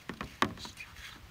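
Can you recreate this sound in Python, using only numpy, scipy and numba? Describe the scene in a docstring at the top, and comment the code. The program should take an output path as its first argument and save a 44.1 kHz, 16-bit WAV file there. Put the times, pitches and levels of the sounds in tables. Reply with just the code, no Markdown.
"""Turtles in a plastic tub

Small turtles clamber about, heard from just above the rim over quiet outdoor air.
The floor flexes under them in soft bumps; claws tick, scrape and squeak in stick-slip strokes.
Up front, shells knock on the plastic: a bending wave arrives treble first, the walls ring
and the floor booms late."""
import sys
import numpy as np
from scipy import signal
from scipy.fft import rfft, irfft
from scipy.io import wavfile
from scipy.ndimage import uniform_filter1d
from numba import njit

SR = 44100
rng = np.random.default_rng(int(sys.argv[2]) if len(sys.argv) > 2 else 0)


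def store_wav(level_fs):
    """Save 16-bit WAV to argv[1]."""
    pcm = np.round(np.clip(np.atleast_2d(level_fs), -1, 1) * 32767)
    wavfile.write(sys.argv[1], SR, pcm.T.astype(np.int16))


N = 57330

# tone of the open air: frequency_hz, gain_db
AIR_EQ = [(20, -9), (60, 2.5), (120, 2), (250, -8.5), (500, -14.5), (1200, -11), (2300, -12.5), (5000, -20),
          (10000, -31), (15000, -27.5)]
# the floor flexing under the animals: peak_s, level_db, pitch_hz
FLOOR_BUMPS = [(0.248, -40.5, 64.5), (0.527, -39.5, 100), (0.559, -48.5, 57), (0.639, -49.5, 65.5),
               (0.701, -49.5, 77), (0.87, -51, 64.3), (0.936, -48, 71.1), (.995, -46, 63),
               (1.244, -45.5, 62)]
# claw tips catching, plus (at 0.0938 s) the crisp first contact of a shell knock: start_s, level_db, pitch_hz,
# decay_s
SHARP_TICKS = [(0.0872, -39, 2070, 0.001), (.0938, -37, 2700, 0.0017), (0.1373, -41.5, 4640, 0.0016),
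               (0.1369, -38.5, 1460, 0.0039), (0.2376, -43, 3930, 0.0012), (0.2425, -42, 4200, 0.0018),
               (0.274, -41, 2520, 0.0032), (0.307, -45, 2850, .003), (0.4896, -41.5, 1800, .002),
               (0.662, -39, 3900, .0013), (0.73, -43, 5750, 0.0015), (.769, -44.5, 9100, 0.0054),
               (0.7697, -40, 2340, 0.0062), (.769, -46.5, 4400, .004), (0.965, -35, 1900, 0.00085),
               (1.094, -39, 1700, .003)]
# claws sliding: peak_s, rise_s, fall_s, level_db, pitch_hz, glide_octaves_per_s, width_ratio,
# overtone_db, grit_db
CLAW_STROKES = [(.01, 0.043, 0.022, -58, 2350, -13, 0.097, -20, 2),
                (0.174, 0.0062, 0.0055, -52, 3180, -8, 1, -20, -9),
                (0.322, 0.078, 0.099, -53.5, 2270, -1, 0.55, -12, -4),
                (0.632, 0.037, 0.03, -42.5, 3830, 1, 0.34, -9, -10),
                (0.687, 0.06, 0.032, -47.5, 3770, 1, 0.3, -7, -6.5),
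                (0.793, 0.016, 0.031, -55.5, 4670, -9, 0.5, -9.5, 4),
                (.836, 0.052, 0.028, -47, 1990, -5.5, 0.38, -16, -16),
                (.88, 0.032, 0.06, -52.5, 1850, -3.5, 0.95, -28, -11),
                (0.982, 0.019, 0.075, -50.5, 2005, -4.5, 0.34, -7, -4),
                (1.068, 0.06, 0.047, -45.5, 1863, -1, 0.36, -2.5, -5.5),
                (1.145, 0.05, 0.038, -52, 1700, -2, 0.75, -6, -7)]
# tone of the grit in a stroke: frequency_hz, gain_db
GRIT_EQ = [(200, -14), (600, -32), (1400, 3.5), (2300, 8), (4500, 2.5), (7000, 1), (10000, -14),
           (15000, -10.5)]
# how the wall passes on the scraping: frequency_hz, gain_db
WALL_EQ = [(700, -8), (950, 9.5), (1150, 1), (1400, 2), (2400, -1), (2700, -2), (3100, 0.5), (3600, -4),
           (4600, -0.5), (5200, -4), (6200, 0.5), (7200, -8), (9000, 1)]
# slips falling into step: peak_s, half_length_s, level_db, pitch_hz, glide_octaves_per_s
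CLAW_SQUEAKS = [(0.8, .004, -48, 2004, -4), (0.8085, .006, -39.5, 2397, -1), (.829, .013, -46, 2480, -4.5),
                (1.047, 0.0071, -63, 2020, -2), (1.122, 0.016, -52, 3790, -6.5)]
# resonances of the tub: pitch_hz, level_db, t60_s
TUB_MODES = [(108.9, -9.5, 0.64), (179.5, -12, 0.69), (219, 2.5, 0.21), (264, -9, 0.21), (291, 4, 0.19),
             (382, 1.5, 0.18), (526, -17, 0.44), (626, -12, 0.37), (736.5, -9.5, 0.22), (1050, -13.5, 0.33),
             (1162, -7, 0.092), (1282, -1, 0.11), (1750, -2.5, 0.084), (2347, -15, 0.14)]
# bending waves back from the corners: extra_travel_ms (at 1 kHz), level_db
CORNER_ECHOES = [(2.4, -36), (9.7, -24)]
# tone of a knock's attack: frequency_hz, gain_db
KNOCK_EQ = [(60, -26), (230, 4), (380, -1.5), (540, -9.5), (820, -9), (1100, 0.5), (1550, -5.5),
            (1820, -3.5), (2600, -13), (3300, -10.5), (4500, -21), (6800, -25), (7500, -32.5), (15000, -40)]
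# shells hitting plastic: start_s, level_db, tilt_db_per_octave, travel_ms (at 1 kHz), ring_trim_db,
# boom_trim_db, spot_hz, spot_db (the ring of the struck spot)
SHELL_KNOCKS = [(0.0931, -26, -1.5, 2.75, -2, 6, 1835, -17),
                (0.207, -25.5, -1.5, 2.398, -0.5, 7, 2480, -15),
                (0.2086, -27, -1.5, 2.412, 4.5, 5, 1807, -16), (0.2296, -36, -0.5, 2.15, -4, -4, 1520, -38),
                (0.4218, -10, 1, 1.8, 2, -0.5, 1104, -12), (0.4453, -26, 3, 1.6, 2, -9, 1000, -10),
                (0.5053, -38.5, -3.5, 2.4, -17, 2, 1070, -7.5),
                (0.5746, -37.5, 1, 2.81, 9, 16.5, 1280, -15), (.6510, -35.5, -3, 2.73, -13, -20, 973, 1.5),
                (1.158, -47, -2.5, 4, 7, -20, 317, -6)]


def undb(db):
    """Decibels to gain."""
    return 10 ** (np.asarray(db) / 20)


def unit(x):
    """Scale to rms 1."""
    return x / np.sqrt(np.mean(x ** 2))


def eq_gain(curve, hz):
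    """Gain of an EQ curve at the given frequencies."""
    points_hz, db = np.array(curve, float).T
    return undb(np.interp(np.log(hz + 1), np.log(points_hz), db))


def equalise(x, curve):
    """Colour a sound with an EQ curve."""
    return irfft(rfft(x) * eq_gain(curve, np.fft.rfftfreq(N, 1 / SR)), N)


def drift(rate_hz):
    """Smooth random modulation with a spread near 1."""
    hold = int(SR / rate_hz)
    steps = np.repeat(rng.standard_normal(N // hold + 1), hold)
    return 1.193 * uniform_filter1d(steps, hold)[:N]


def fade(t, t60_s):
    """A decay that loses 60 dB in t60_s."""
    return np.exp(-np.log(1000) * t / t60_s)


def add(out, x, start_s):
    """Mix a sound in at its cue."""
    i = max(int(start_s * SR), 0)
    out[i:i + len(x)] += x[:N - i]


@njit
def bandpass(x, hz, width):
    """State-variable band-pass with a moving centre and a relative width."""
    y = np.empty(len(x))
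    band_state, low_state = 0., 0.
    for i in range(len(x)):
        g = np.tan(np.pi * min(hz[i], .45 * SR) / SR)
        band = (band_state + g * (x[i] - low_state)) / (1 + g * (g + width))
        band_state = 2 * band - band_state
        low_state += 2 * g * band
        y[i] = width * band
    return y


def outdoor_air(level_db=-55.5):
    """The bed: quiet, gently wavering rumble and hiss."""
    return undb(level_db + 0.62 * drift(23.2)) * unit(equalise(rng.standard_normal(N), AIR_EQ))


def floor_thump(t, hz, width_s):
    """A few slow swings of the tub floor around t = 0."""
    return np.exp(-(t / width_s) ** 2) * np.cos(2 * np.pi * hz * t)


def floor_bumps(t):
    """Soft low bumps as the floor flexes under the turtles."""
    return sum(undb(db) * floor_thump(t - peak, hz, width_s=0.013) for peak, db, hz in FLOOR_BUMPS)


def sharp_ticks(t):
    """A tiny bright crack: a claw tip catching the wall, or the crisp first contact of a shell knock."""
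    out, short = np.zeros(N), t[:N // 32]
    for start, db, hz, decay in SHARP_TICKS:
        burst = rng.standard_normal(len(short)) * np.exp(-short / decay)
        crack = bandpass(burst, np.full(len(short), float(hz)), width=0.24)
        add(out, undb(db) * crack / abs(crack).max(), start)
    return out


def slips(rate_per_s=3300, spread_db=4):
    """Irregular stick-slip jerks of uneven size."""
    happens = rng.random(N) < rate_per_s / SR
    return happens * np.sign(rng.standard_normal(N)) * undb(spread_db * rng.standard_normal(N))


def claw_strokes(t, overtone_ratio=1.78, wander_octaves=0.061, pressure_db=1):
    """Slips ring two gliding resonances, mostly sinking as the claw slows, with grit around them."""
    out = np.zeros(N)
    for peak, rise, fall, db, hz, glide, width, overtone_db, grit_db in CLAW_STROKES:
        since = t - peak
        swell = np.exp(-(since / np.where(since < 0, rise, fall)) ** 2)
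        effort = swell * undb(pressure_db * drift(140))
        pitch = hz * 2 ** (glide * np.clip(since, -2 * rise, 2 * fall) + wander_octaves * drift(90.32))
        jerks = slips()
        bands = (pitch, width), (pitch * overtone_ratio, width / 2)
        body, overtone = (unit(bandpass(bandpass(jerks, f, w), f, w)) for f, w in bands)
        grit = unit(equalise(slips(), GRIT_EQ))
        out += undb(db) * effort * (body + undb(overtone_db) * overtone + undb(grit_db) * grit)
    return equalise(out, WALL_EQ)


def tub_reverb(x, t, wet_db=-3.5):
    """Claw sounds bounce briefly through the air between the walls."""
    tail = rng.standard_normal(N) * fade(t, t60_s=0.032)
    wet = signal.fftconvolve(x, tail / np.sqrt(np.sum(tail ** 2)))[:N]
    return (x + undb(wet_db) * wet) / np.hypot(1, undb(wet_db))


def claw_squeaks(t, jitter=0.0268):
    """For a moment the claw slips regularly: a thin, wavering tone that sinks as it slows."""
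    out = np.zeros(N)
    for peak, half, db, hz, glide in CLAW_SQUEAKS:
        since = t - peak
        pitch = hz * 2 ** (glide * np.clip(since, -2 * half, 2 * half)) * (1 + jitter * drift(700))
        tone = unit(np.sin(2 * np.pi * np.cumsum(pitch) / SR))
        out += undb(db) * np.exp(-(since / half) ** 2) * tone
    return out


def wall_ring(t, wobble=0.029, attack_s=0.0044):
    """The loaded walls ring unsteadily: each mode swells, wavers in pitch and dies away."""
    out = np.zeros(N)
    for hz, db, t60 in TUB_MODES:
        cycles = hz * np.cumsum(1 + wobble * drift(58.6)) / SR
        out += undb(db) * fade(t, t60) * np.sin(2 * np.pi * cycles)
    return out * (1 - np.exp(-t / attack_s))


def rim_echoes(t, hz, t60_at_1khz_s=0.083, attack_s=0.00045):
    """Waves scatter off the rim: a dense tail whose treble dies first."""
    out = np.zeros(N)
    noise = rfft(rng.standard_normal(N))
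    for centre_hz in 1000 * 2. ** np.arange(-4, 5):
        octave = np.maximum(1 - abs(np.log2((hz + 1) / centre_hz)), 0)
        t60 = t60_at_1khz_s * 1000 / centre_hz
        makeup_gain = np.sqrt(2 * np.log(1000) / (t60 * SR))
        out += irfft(noise * octave, N) * fade(t, t60) * makeup_gain
    return out * (1 - np.exp(-t / attack_s))


def bending_wave(khz, travel_ms):
    """Phase lag behind the highest treble, for a wave whose speed grows with the root of frequency."""
    return np.exp(-2j * np.pi * travel_ms * (2 * np.sqrt(khz) - khz / np.sqrt(khz[-1])))


def shell_knocks(t, rim_db=-1, ring_db=-23, boom_db=-22.5, boom_lag_s=0.03586):
    """Each hit sends a falling chirp through the plastic and back, then rings the walls and floor."""
    out, hz = np.zeros(N), np.fft.rfftfreq(N, 1 / SR)
    khz = hz / 1000
    corners = sum(undb(db) * bending_wave(khz, travel_ms) for travel_ms, db in CORNER_ECHOES)
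    corners *= undb(3 * np.log2(np.maximum(khz, 1)))  # 3 dB per octave of lift above 1 kHz
    walls = wall_ring(t)
    for start, db, tilt, travel_ms, ring_trim_db, boom_trim_db, spot_hz, spot_db in SHELL_KNOCKS:
        brightness = undb(tilt * np.log2(np.maximum(khz, 1 / 4)))
        direct = eq_gain(KNOCK_EQ, hz) * brightness * bending_wave(khz, travel_ms)
        echoes = corners + undb(rim_db) * rfft(rim_echoes(t, hz))
        attack = irfft(direct * (1 + echoes), N) / abs(irfft(direct, N)).max()
        ring = undb(ring_db + ring_trim_db) * walls
        spot = undb(spot_db) * fade(t, t60_s=0.044) * np.sin(2 * np.pi * spot_hz * t)
        boom = undb(boom_db + boom_trim_db) * floor_thump(t - boom_lag_s, hz=106, width_s=0.0074)
        add(out, undb(db) * (attack + ring + spot + boom)[:N // 2], start)
    return out


def scene():
    """The mono mix: knocks and claws over floor bumps and open air."""
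    t = np.arange(N) / SR
    knocks = shell_knocks(t)
    claws = tub_reverb(sharp_ticks(t) + claw_strokes(t), t) + claw_squeaks(t)
    return (knocks + claws + floor_bumps(t) + outdoor_air())[None]


def record(dry, cutoff_hz=15600):
    """A steep low-pass trims the very top."""
    return signal.sosfilt(signal.ellip(10, .2, 70, cutoff_hz, fs=SR, output="sos"), dry)


dry = scene()
out = record(dry)
store_wav(out)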